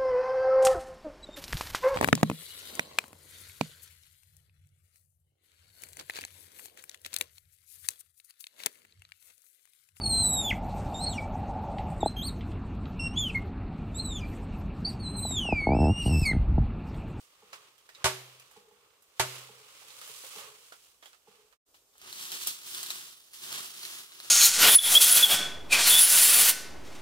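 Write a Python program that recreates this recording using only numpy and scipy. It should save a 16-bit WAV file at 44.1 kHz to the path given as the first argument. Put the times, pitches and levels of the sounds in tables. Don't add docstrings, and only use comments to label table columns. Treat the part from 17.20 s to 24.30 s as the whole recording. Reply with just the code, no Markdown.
import sys
import numpy as np
from scipy import signal
from scipy.fft import rfft, irfft
from scipy.io import wavfile
from scipy.ndimage import uniform_filter1d, map_coordinates

SR = 44100
rng = np.random.default_rng(int(sys.argv[2]) if len(sys.argv) > 2 else 0)


def magnitude_from_level(level_db):
    exponent = np.asarray(level_db, float) / 20
    return 10 ** exponent


def to_wav(s):
    ch = np.atleast_2d(s).T
    pcm = np.round(np.clip(ch, -1, 1) * 32767)
    wavfile.write(sys.argv[1], SR, pcm.astype(np.int16))


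N = 313110
TIME = np.arange(N) / SR

# (time [s], level [dB])
SCENE_CHANGE = [(0, -1), (4.335, -1), (4.365, -15), (4.38, -41), (4.385, -89.5), (4.445, -77), (4.452, -33),
                (4.465, -5), (4.49, 1)]
PATH_START_S = SCENE_CHANGE[4][0]


def evened(x):
    return x / np.sqrt(np.mean(x ** 2) + 1e-20)


def read(points, hz):
    f, value = np.transpose(points)
    return np.interp(np.log(hz + 1), np.log(f + 1), value)


def add(mix, s, sound):
    part = mix[round(s * SR):][:len(sound)]
    part += sound[:len(part)]


def shape(x, gain):
    return irfft(rfft(x) * gain(np.fft.rfftfreq(x.shape[-1], 1 / SR)), x.shape[-1])


def band(hz, lo_hz, hi_hz):
    return 1 / np.sqrt((1 + (lo_hz / (hz + 1)) ** 6) * (1 + (hz / hi_hz) ** 6))


def ring(modes, length_s, tilt_db=0):
    t = np.arange(round(length_s * SR)) / SR
    out = np.zeros(len(t))
    for hz, db, t60 in modes:
        level_db = db + tilt_db * np.log2(hz / 400) - 60 * t / t60
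        out += magnitude_from_level(level_db) * np.sin(2 * np.pi * hz * t)
    return out


def diffuse(pair, alike_hz=750):
    def alike(hz):
        return 1 / (1 + (hz / alike_hz) ** 2)

    def unrelated(hz):
        return np.sqrt(1 - alike(hz) ** 2)

    return np.array([pair[0], shape(pair[0], alike) + shape(pair[1], unrelated)])


def echoes(t60s, start_s):
    hz, t, z = signal.stft(diffuse(rng.standard_normal((2, SR))), SR, nperseg=256)
    decay = magnitude_from_level(-60 * t / read(t60s, hz)[:, None])
    out = signal.istft(z * decay, SR, nperseg=256)[1][:, :SR]
    out = out * np.clip(TIME[:SR] / start_s, 0, 1)
    return out / np.linalg.norm(out[0])


def tail(x, t60s, start_s=0.0027):
    return signal.fftconvolve(x[None], echoes(t60s, start_s), axes=1)[:, :N]


def placed(direct, scattered, sideways=1):
    # (time [s], lag of the left microphone [ms], left minus right [dB])
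    place = [
        (0, 0.22, -4),
        (3.3, 0.23, -4.5),
        (4.399, 0.25, -7.5),
        (4.41, -0.25, -1.5),
        (7.1, -0.18, -.7),
    ]
    sway, waver_hz = 0.073, 1.6
    s, lag_ms, pan_db = np.transpose(place)
    swing = 1 + sway * np.sin(2 * np.pi * waver_hz * TIME)
    lag_s = sideways * np.interp(TIME, s, lag_ms) * swing / 1000
    pan = magnitude_from_level(sideways * np.interp(TIME, s, pan_db) * np.array([[.5], [-.5]]))
    left, right = direct + scattered
    return pan * np.array([map_coordinates(left, [np.arange(N) - lag_s * SR], order=3), right])


def hush():
    # (frequency [Hz], level [dB per Hz])
    air_colour = [(12, -40), (20, -17), (43, -0.5), (222, -9), (399, 0), (1030, -5.5), (1260, -5),
                  (1860, -12.5), (2910, -8.5), (8650, -4), (11100, -11.5), (14700, -4.5), (16000, -28.5)]
    level_db = -69.5
    air = shape(diffuse(rng.standard_normal((2, N))), lambda hz: magnitude_from_level(read(air_colour, hz)))
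    drift = evened(uniform_filter1d(uniform_filter1d(rng.standard_normal(N), 4000), 4000))
    return magnitude_from_level(level_db + 0.31 * drift + np.array([[-.7], [.7]])) * evened(air)


def far_knocks():
    # (time [s], peak [dB])
    knocks = [(0.226, -54.5), (1.367, -49.5), (1.516, -59.5), (2.294, -51), (2.891, -58.5), (3.162, -47.5),
              (4.077, -53)]
    # (frequency [Hz], level [dB], decay t60 [s])
    wood = [(198.7, -5.5, 0.09), (420, 1, .12), (473.6, 1.5, 0.09), (842, 5, 0.04), (1140, -4.5, 0.035)]
    # (frequency [Hz], decay t60 [s])
    valley = [(150, 0.19), (430, 1.4), (1000, 0.79)]
    late_cycles = 3.15
    length_s = .3
    soft_start = np.clip(TIME[:round(length_s * SR)] / 0.0037, 0, 1)
    out = np.zeros(N)
    for s, db in knocks:
        for mode in wood:
            arrival_s = s - .009 + late_cycles / mode[0]
            add(out, arrival_s, magnitude_from_level(db - 1.5) * ring([mode], length_s) * soft_start)
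    return out * magnitude_from_level([[-1.5], [1.5]]) + magnitude_from_level(-3.0) * tail(out, valley, start_s=0.014)


def pole():
    # (time [s], crack [dB], crack t60 [s], air column [dB], brightness [dB per octave])
    blows = [
        (0.8425, -27, 0.18, -26, -1),
        (0.8554, -29, 0.16, -30.5, 4.5),
        (0.869, -41.5, 0.046, -43.5, -5.5),
        (1.9961, -25.5, 0.14, -26, 1.5),
    ]
    # (frequency
    # [Hz], level [dB], decay t60 [s])
    column_modes = [(98, -9, 0.11), (127, -8.5, 0.82), (381.7, -7.5, 0.31), (642, 3, 0.08), (901, 4, 0.07),
                    (1086, -10, 0.09), (1154, -10, 0.14), (1475, -5, 0.05), (1610, -15.5, 0.02),
                    (2144, -11, 0.049)]
    # (frequency [Hz], level [dB per Hz])
    crack_colour = [(120, -42.5), (200, -30.5), (482, -14.5), (612, -12), (899, -9.5), (1320, -5.5),
                    (7680, -12), (14900, -22.5), (16000, -39.5)]
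    # (frequency [Hz], decay t60 [s])
    forest = [(100, 0.66), (400, 0.93), (1200, 0.44), (3000, 0.62), (8000, 0.49), (15000, 0.73)]
    crack, column, t = np.zeros((3, N)), np.zeros(N), TIME[:SR]
    stilled = np.interp(t, [0, .004, .4, .56], [0, 1, 1, 0])
    for s, crack_db, t60, column_db, tilt_db in blows:
        near = rng.standard_normal((3, SR)) * magnitude_from_level(-60 * t / t60 + np.array([[-3.], [0], [0]]))
        direct = near[0] * (1 + 0.5 * magnitude_from_level(-60 * t / 0.0067))
        scattered = diffuse(near[1:]) + magnitude_from_level(22.0) * echoes(forest, 0.0018)
        burst = np.array([direct, *scattered]) * np.clip(t / 0.00037, 0, 1)
        burst = shape(burst, lambda hz: magnitude_from_level(read(crack_colour, hz) + 18.0)) * (t < .95)
        for channel, part in zip(crack, burst):
            add(channel, s, magnitude_from_level(crack_db) * part)
        add(column, s, magnitude_from_level(column_db) * ring(column_modes, 1., tilt_db) * stilled)
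    column_tail = magnitude_from_level(-5.0) * tail(column, [(hz, 0.29 * t60) for hz, t60 in forest])
    return placed(crack[0], crack[1:], sideways=0.41) + placed(column, column_tail, sideways=0.51)


def snaps():
    # (time [s], peak [dB], ringing [Hz], below 1.5 kHz [dB], fizz above 7 kHz [dB])
    twigs = [(0.3313, -35, 1140, -6, -44), (0.358, -47, 1130, -6, -13), (0.5803, -54.5, 3160, -15, -9),
             (0.6909, -45.5, 1890, -4.5, -19), (0.7495, -43, 3850, -33, -30), (0.7859, -61, 1220, -1, -18),
             (1.1981, -46.5, 2630, -15, -9), (1.312, -55, 842, 0.5, -2), (1.823, -68, 1250, -13, 10),
             (2.6177, -49.5, 840, 1, -24), (2.7044, -45, 3960, -8, -21), (2.814, -38, 1350, -10, -13),
             (2.8761, -56, 3000, 10, 10), (3.0372, -48, 540, 10, -26), (3.185, -43.5, 3120, 5, -3),
             (3.5227, -46, 1350, 3.5, -24), (3.826, -47.5, 3300, 2.5, -22), (3.8577, -45, 3330, -3, -12),
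             (3.9312, -50, 1300, -6, -24), (4.326, -56, 1140, -2.5, -34.5)]
    # (time [s], peak [dB], ringing [Hz], below 1.5 kHz [dB], fizz above 7 kHz [dB])
    stalks = [(4.5442, -57, 2980, 5, -16), (4.7546, -64.5, 764, 9.5, -9), (4.781, -66.5, 3320, -2, 13),
              (4.8162, -45, 3100, -9, -8), (4.9282, -37, 4150, -17, -4), (5.1187, -31, 3250, -14, -5.5),
              (5.2145, -34.5, 4270, -21, -9.5), (5.272, -32.5, 3380, -4, 10),
              (5.3083, -43, 4170, -11, -21.5), (5.5479, -32.5, 3420, -27, -2), (5.6305, -33.5, 4080, -9, 1),
              (5.663, -33, 4050, -22, -10), (5.7048, -27, 3970, -13, -10), (6.006, -52, 3450, -29, -21.5),
              (6.135, -44, 4660, -20, -4), (6.327, -39, 4300, -22, 4), (6.6313, -32.5, 4200, -21, -11),
              (6.6523, -31.5, 4200, -36, -14), (6.9201, -43.5, 3930, -12, -19), (7.002, -39, 4040, -8, -8),
              (7.047, -39, 1330, -7, -23)]
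    twig_t60_s, stalk_t60_s = 0.058, 0.023
    tick, tick_t60_s = 0.64, 0.0049
    lead = 88
    out, t = np.zeros((3, N)), TIME[:8000]
    for s, db, ring_hz, low_db, fizz_db in [*twigs, *stalks]:
        t60 = stalk_t60_s if s > PATH_START_S else twig_t60_s
        direct = magnitude_from_level(-60 * t / (0.54 * t60)) + tick * magnitude_from_level(-60 * t / tick_t60_s)
        echo = magnitude_from_level(-3.0 - 60 * t / (2.53 * t60)) * np.clip(t / 0.0053, 0, 1)
        burst = rng.standard_normal((3, len(t))) * np.array([direct, echo, echo])

        def colour(hz):
            body = band(hz, 1500, 5800)
            low = 1.78 * magnitude_from_level(low_db) * band(hz, 430, 1700)
            fizz = 1.86 * magnitude_from_level(fizz_db) * band(hz, 7000, 16000)
            resonance = 1 + 2.8 / (1 + ((hz - ring_hz) / (0.049 * ring_hz)) ** 2)
            return (body + low + fizz) * resonance

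        burst = np.roll(shape(burst, colour), lead, axis=1) * (t < .16)
        for channel, part in zip(out, burst):
            add(channel, s - lead / SR, magnitude_from_level(db - 1.0) * part)
    return placed(out[0], diffuse(out[1:], alike_hz=1610))


def crackle(per_s, spread_db, clump_db, hiss):
    size = magnitude_from_level(spread_db * np.minimum(rng.exponential(1, N), 3.5)) * rng.standard_normal(N)
    breaks = evened(size * (rng.random(N) < per_s / SR))
    clumps = evened(uniform_filter1d(uniform_filter1d(rng.standard_normal(N), 300), 300))
    return magnitude_from_level(clump_db * clumps) * (breaks + hiss * rng.standard_normal(N))


def pushes(rows, layer_db, share):
    roundness = 1.3
    s, db, swell, fade, weight_db = np.transpose(rows)[:, :, None]
    t = TIME[::32]
    away = np.where(t < s, (s - t) / swell, (t - s) / fade)
    power = magnitude_from_level(db + layer_db + share * weight_db - 20 * away ** roundness) ** 2
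    return np.interp(TIME, t, np.sqrt(power.sum(0)))


def rustle():
    # (strongest push [s], leaves [dB], swell [s], fade [s], weight on stems and soil [dB])
    brushes = [(0, -64.5, .01, 0.17, -7), (.332, -53, 0.0076, 0.051, 3), (.45, -66, 0.9, 0.18, 5.5),
               (.746, -70, 0.023, .08, -6), (.81, -69.5, 0.075, 0.28, 17), (1.1, -62, 0.86, 0.53, 3),
               (1.37, -65.5, 0.068, 0.077, 5), (1.62, -75.5, 0.54, 0.62, 10.5),
               (1.98, -65, 0.035, 0.11, -2), (2.15, -50, 0.18, 0.24, 0), (2.31, -72, 0.014, .2, -4),
               (2.55, -60, 0.77, 1, 2), (2.9, -53.5, 0.54, 0.28, -3.5), (3.05, -55, 0.46, 0.38, -13),
               (3.17, -51, 0.28, 0.22, -2), (3.22, -62, 0.12, 0.23, 13), (3.45, -61.5, 0.36, 0.49, -5.5),
               (3.525, -59, .008, 0.042, -5), (3.63, -64, 0.026, 0.12, -7), (3.84, -63.5, 0.03, 0.19, -6),
               (3.93, -70.5, .05, 0.11, 2), (4.09, -67.5, 0.061, 0.4, 2), (4.33, -78, .03, .1, 6.5)]
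    # (strongest push [s], leaves [dB], swell [s], fade [s], weight on stems and soil [dB])
    steps = [(4.548, -65.5, 0.013, 0.093, 3), (4.87, -56, 0.088, 0.13, 12), (5.01, -45.5, .2, 0.57, 1),
             (5.135, -43, 0.053, 0.13, 1.5), (5.225, -42.5, 0.053, 0.075, -2),
             (5.273, -37.5, 0.016, 0.099, -3), (5.36, -54.5, 0.073, 0.067, 0), (5.495, -48, 0.06, .2, -5.5),
             (5.6, -45, 0.31, 0.22, 1.5), (5.71, -45, 0.14, .2, 0.5), (5.81, -49.5, 0.24, 0.22, 1.5),
             (5.92, -60.5, 0.15, 0.13, -3), (6.04, -64.5, .15, 0.54, -1.5), (6.142, -52, 0.017, 0.16, -2.5),
             (6.245, -46.5, .08, 0.11, 1.5), (6.345, -41, 0.13, 0.22, 4.5), (6.45, -53, 0.16, 0.1, -10),
             (6.55, -53, .15, .25, 0), (6.665, -47, 0.17, 0.18, 0), (6.785, -47, 0.29, 0.13, 1.5),
             (6.94, -57, 0.17, 0.39, 2), (7.085, -49.5, 0.17, .2, 2.5)]
    # (frequency [Hz], level [dB per Hz])
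    frond_colour = [(24, -64), (40, -30), (130, -12.5), (220, -25), (354, -14), (529, -7), (663, -15.5),
                    (1150, 1.5), (1720, -6), (2980, -1), (5870, -7), (8770, -8), (14800, -12.5),
                    (16000, -8)]
    # (frequency [Hz], level [dB per Hz])
    litter_colour = [(24, -54), (40, -22), (171, -10.5), (283, -13), (372, -4.5), (467, -16), (751, -11.5),
                     (1180, -0.5), (2260, -5.5), (3140, 0), (4240, -2), (6820, -5.5), (14500, -7),
                     (16000, -5.5)]
    # (low edge [Hz], high edge [Hz])
    layer_edges = [2500, 7000], [7000, 16500], [600, 2500], [70, 600]
    frond_layers = [0, -0.5, -4, -11]
    litter_layers = [-1.5, 0.5, -11.5, -19.5]
    weight_shares = [0.12, -0.55, 0.81, 0.9]
    near = crackle(per_s=5000, spread_db=3.0, clump_db=3.0, hiss=0.89)
    far = np.array([crackle(per_s=9000, spread_db=2.5, clump_db=1.24, hiss=.8) for side in "LR"])
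    on_path, hz = TIME > PATH_START_S, np.fft.rfftfreq(N, 1 / SR)
    thicket = brushes, frond_colour, frond_layers, 800, ~on_path
    path = steps, litter_colour, litter_layers, 1740, on_path
    out = np.zeros((3, N))
    for rows, colour, layers_db, alike_hz, here in (thicket, path):
        drive = rfft(np.array([near, *diffuse(far, alike_hz)])) * magnitude_from_level(read(colour, hz))
        for (lo_hz, hi_hz), layer_db, share in zip(layer_edges, layers_db, weight_shares):
            layer = evened(irfft(drive * band(hz, lo_hz, hi_hz), N))
            out += here * pushes(rows, layer_db, share) * layer
    direct_share = np.where(on_path, .25, .04)
    direct, scattered = np.sqrt(direct_share) * out[0], np.sqrt(1 - direct_share) * out[1:]
    return placed(direct, scattered, sideways=np.where(on_path, 1, .6))


def scene():
    return hush() + far_knocks() + pole() + snaps() + rustle()


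def top_cut(x):
    return signal.sosfilt(signal.butter(12, 16640, fs=SR, output="sos"), x)


def record(dry):
    limited = shape(dry, lambda hz: np.interp(hz, [15600, 15900, 16600], [1, .08, .01]))
    mix = limited * magnitude_from_level(np.interp(TIME, *np.transpose(SCENE_CHANGE)))
    return top_cut(mix)


dry = scene()
out = record(dry)
to_wav(out)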